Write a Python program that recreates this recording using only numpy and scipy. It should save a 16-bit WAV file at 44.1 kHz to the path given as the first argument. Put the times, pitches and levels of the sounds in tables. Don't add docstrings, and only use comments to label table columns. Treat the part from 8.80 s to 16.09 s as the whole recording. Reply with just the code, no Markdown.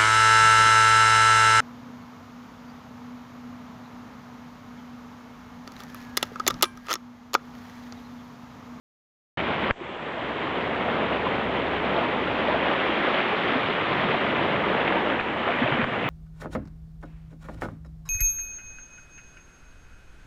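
import sys
import numpy as np
from scipy import signal
from scipy.fft import rfft, irfft, next_fast_len
from scipy.io import wavfile

SR = 44100
rng = np.random.default_rng(int(sys.argv[2]) if len(sys.argv) > 2 else 0)


def unload_wav(signal):
    wavfile.write(
        sys.argv[1],
        SR,
        np.round(np.clip(np.atleast_2d(signal).T, -1, 1) * 32767).astype(np.int16),
    )


N = 321489

# time in seconds, moving water fader in dB, foam fader in dB.
WAVE_FADERS = [(0.6, -31.5, -31.5), (0.88, -29.5, -30.5), (1.7, -31, -33.5), (2.2, -28, -31.5),
               (2.7, -29, -32), (3.45, -28.5, -30.5), (4.05, -27.5, -28), (4.48, -28, -27.5),
               (4.95, -29.5, -29), (5.3, -27, -28), (5.75, -27.5, -29), (6.15, -27.5, -28.5),
               (6.55, -31, -32), (6.73, -29, -28.5), (7.29, -31, -29.5)]
# time in seconds, level in dB.
HEAVE_FADER = [(0.8, -40), (1.5, -44.5), (2.1, -41.5), (3.7, -41.5), (4.15, -49.5), (4.7, -43.5),
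               (5.2, -37.5), (5.8, -37.5), (6.4, -45), (7.0, -41)]
# centre in seconds, lift of the wash in dB.
CRESTS = [(3.19, 3), (3.7, 3.4), (6.13, 0)]
# frequency in Hz, gain in dB.
WATER_EQ = [(40, -23), (100, -8.5), (150, -3.5), (230, 1.5), (560, 2.5), (1000, -2.5), (1500, -7),
            (2050, -6.5), (2600, -11), (3400, -12.5), (4400, -16), (6000, -12.5)]
DRAIN_S, FIZZ_LOSS_DB_PER_S = 4.96, 2


def surf(churn_db=-4.5, wash_db=-2.5, foam_trim_db=-0.48, fizz_db=-4.5, gurgle_db=-11):
    flow_db, foam_db = automation(WAVE_FADERS)
    heave_db, = automation(HEAVE_FADER)
    breaking_db = sum(db * swell(s, width_s=0.075) for s, db in CRESTS)
    near = bubble_cloud(low_hz=201.5, high_hz=4463, cycles=16.2, spread_db=2.0, rise=0.089, count=7000)
    spray = bubble_cloud(low_hz=915, high_hz=4600, cycles=3.3, spread_db=3.5, rise=0.11, count=3000)
    far = rush(patchy_db=0.86, flicker_hz=10)
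    water = equalise(far + from_db(-7.5) * near + from_db(-15) * spray, WATER_EQ)
    water *= from_db(0.62 * drift(13))
    heave = from_db(heave_db) * band(water, 80, 157)
    churn = from_db(flow_db + churn_db + 0.4 * breaking_db) * band(water, 186, 409)
    wash = from_db(flow_db + wash_db + breaking_db) * band(water, 528, 1020)
    foam = from_db(foam_db + foam_trim_db + 0.28 * breaking_db) * band(water, 1144, 3000)
    spent_db = FIZZ_LOSS_DB_PER_S * np.maximum(np.arange(N) / SR - DRAIN_S, 0)
    fizz = from_db(foam_db + fizz_db + 0.38 * breaking_db - spent_db) * band(water, 3390, 7000)
    big_bubbles = bubble_cloud(low_hz=228, high_hz=715, cycles=26, spread_db=2.0, rise=0.21, count=180)
    gurgle = from_db(flow_db + gurgle_db) * big_bubbles
    return heave + churn + wash + foam + fizz + gurgle


def bubble_cloud(low_hz, high_hz, cycles, spread_db, rise, count):
    out = np.zeros(N)
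    for when, size, chance, damping, sign in rng.random((count, 5)):
        hz = low_hz * (high_hz / low_hz) ** size
        strength = from_db(spread_db * min(-np.log(1 - chance), 4))
        bubble = ring(hz, cycles * (.5 + damping) / hz, rise)
        add(out, when * N / SR, np.sign(sign - .5) * strength * hz * bubble)
    return unit_rms(out)


def rush(patchy_db, flicker_hz):
    white = rng.standard_normal((2, N))
    edges_hz = 60 * 2 ** np.arange(0, 7.5, .5)
    out = np.zeros(N)
    for k in range(len(edges_hz) - 1):
        patch = butter(white[k % 2], edges_hz[k:k + 2], "band")
        out += patch * from_db(patchy_db * drift(flicker_hz))
    return unit_rms(out)


# start in seconds, peak in dB before the trim.
SLAP_CUES = [(4.403, -14), (5.318, -14), (6.076, -14), (6.123, -14), (6.169, -20), (6.3, -15),
             (6.397, -15.5), (6.678, -13), (6.876, -14.5), (6.923, -12), (7.015, -15)]


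def slaps(crack_t60=0.0035, patter_t60=0.048, patter_db=-6, trim_db=0.5):
    out = np.zeros(N)
    t = np.arange(SR // 10) / SR
    crack = np.exp(-np.log(1000) * t / crack_t60)
    patter = from_db(patter_db) * np.exp(-np.log(1000) * t / patter_t60)
    for s, db in SLAP_CUES:
        burst = butter(rng.standard_normal(len(t)) * (crack + patter), [600, 2600], "band", order=3)
        add(out, s, from_db(db + trim_db) * burst / np.abs(burst).max())
    return out


# start in seconds, opening pitch in Hz, peak in dB before the trim.
GULP_CUES = [(1.008, 351, -15), (2.435, 451, -19), (2.465, 1010, -16.5), (3.18, 650, -16),
             (3.683, 587, -16.5), (3.743, 646, -14.5), (4.04, 506, -16), (4.092, 322, -16.5),
             (4.526, 432, -17), (4.75, 250, -16), (5.978, 566, -18.5), (6.166, 933, -15),
             (6.391, 2480, -19.5), (6.687, 675, -15), (6.813, 246, -13.5), (6.833, 124, -21.5),
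             (6.858, 608, -15), (6.913, 141, -21), (6.987, 226, -17), (7.021, 126, -22), (7.243, 129, -26)]


def gulps(middle_hz=500, middle_t60=0.074, closing_cycles=1.34, trim_db=-3.0):
    out = np.zeros(N)
    for s, hz, db in GULP_CUES:
        gulp = ring(hz, middle_t60 * (middle_hz / hz) ** 0.22, rise=0.1)
        cycles = np.arange(len(gulp)) / SR * hz
        gulp *= 1 - np.exp(-(cycles / closing_cycles) ** 2)
        add(out, s, from_db(db + trim_db) * gulp / np.abs(gulp).max())
    return out


# start in seconds, strength of the hit in dB.
DROP_CUES = [(.9089, 19.5), (6.411, -4.5), (6.944, -9), (7.042, -1)]
# frequency in Hz, gain in dB, seconds to fade by 60 dB.
TICK_PARTIALS = [(9000, 4, .0003), (4900, -17, .003), (2000, -6, .0022), (1700, -39, .05), (110, -35, .06),
                 (18, -36, .14)]


def spray_drops():
    out = np.zeros(N)
    for s, hit_db in DROP_CUES:
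        for hz, db, t60 in TICK_PARTIALS:
            add(out, s, from_db(hit_db + db) * ring(hz, t60))
    return out


# frequency in Hz, gain in dB.
WIND_EQ = [(12, -33), (28, -13.5), (55, 6.5), (90, -1), (250, -18)]


def wind(breeze_db=-55.5, gust_db=8, lumpy_db=2.2):
    level_db = breeze_db + gust_db * swell(3.66, width_s=.22) + lumpy_db * drift(9)
    return from_db(level_db) * equalise(rng.standard_normal(N), WIND_EQ)


# time in seconds, fader in dB.
ENGINE_FADER = [(0.7, -50), (1.6, -54.5), (2.2, -49.5), (3.7, -48.5), (4.1, -56.5), (5.1, -65),
                (5.9, -52.5), (7.2, -57)]


def far_engine(hz=70.3, wander=.03, fading_db=2.0, trim_db=-2.8):
    fader_db, = automation(ENGINE_FADER)
    phase = 2 * np.pi * np.cumsum(hz * (1 + wander * drift(5))) / SR
    out = np.zeros(N)
    for multiple, db in (1.001, 4.5), (3.15, -7):
        gain = from_db(fader_db + trim_db + db + fading_db * drift(7))
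        out += np.sqrt(2) * gain * np.sin(multiple * phase)
    return out


def gain_control(x, threshold_db=-7, fast_db_per_s=160, slow_db_per_s=16, slow_share=.44, lag_s=.0083):
    t = np.arange(N) / SR
    cut_db = 0.97 * np.maximum(20 * np.log10(np.abs(x) + 1e-9) - threshold_db, 0)
    fast = np.maximum.accumulate(cut_db + fast_db_per_s * t) - fast_db_per_s * t
    slow = np.maximum.accumulate(slow_share * cut_db + slow_db_per_s * t) - slow_db_per_s * t
    pole = np.exp(-1 / (lag_s * SR))
    return from_db(-signal.lfilter([1 - pole], [1, -pole], np.maximum(fast, slow)))


def ring(hz, t60, rise=0):
    age = np.arange(int(t60 * SR)) / (t60 * SR)
    return np.sin(2 * np.pi * hz * t60 * age * (1 + rise * age / 2)) * np.exp(-np.log(1000) * age)


def automation(rows):
    times, *faders = np.transpose(rows)
    return [np.interp(np.arange(N) / SR, times, fader) for fader in faders]


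def swell(s, width_s):
    return np.exp(-((np.arange(N) / SR - s) / width_s) ** 2)


def drift(hz, hop=40):
    pole = np.exp(-2 * np.pi * hz * hop / SR)
    white = rng.standard_normal(N // hop + 2002)
    slow = signal.lfilter([1], [1, -2 * pole, pole * pole], white)[2000:]
    return np.interp(np.arange(N) / hop, np.arange(len(slow)), unit_rms(slow))


def equalise(x, curve):
    hz, db = np.transpose(curve)
    size = next_fast_len(N + SR // 10)
    bins_hz = np.maximum(np.fft.rfftfreq(size, 1 / SR), 1)
    gain = from_db(np.interp(np.log(bins_hz), np.log(hz), db))
    return unit_rms(irfft(rfft(x, size) * gain, size)[:N])


def band(x, low_hz, high_hz):
    return unit_rms(butter(butter(x, low_hz, "high", order=5), high_hz, "low", order=5))


def butter(x, hz, kind, order=2):
    return signal.sosfilt(signal.butter(order, hz, kind, fs=SR, output="sos"), x)


def add(track, s, sound):
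    at = int(s * SR)
    track[at:at + len(sound)] += sound[:max(N - at, 0)]


def from_db(db):
    return 10 ** (np.asarray(db) / 20)


def unit_rms(x):
    return x / np.sqrt(np.mean(x ** 2) + 1e-20)


def scene():
    return (surf() + slaps() + gulps() + wind() + far_engine() + spray_drops())[None]


def record(dry, ceiling=.52, hiss_db=-63, start_s=.572):
    clipped = np.clip(dry[0], -.65 * ceiling, ceiling)
    ducked = clipped * gain_control(dry[0])
    dull = butter(ducked, 3440, "low", order=7)
    hiss = from_db(hiss_db) * rng.standard_normal(N)
    running = np.arange(N) / SR >= start_s
    return butter((dull + hiss) * running, 8000, "low", order=24)[None]


dry = scene()
out = record(dry)
unload_wav(out)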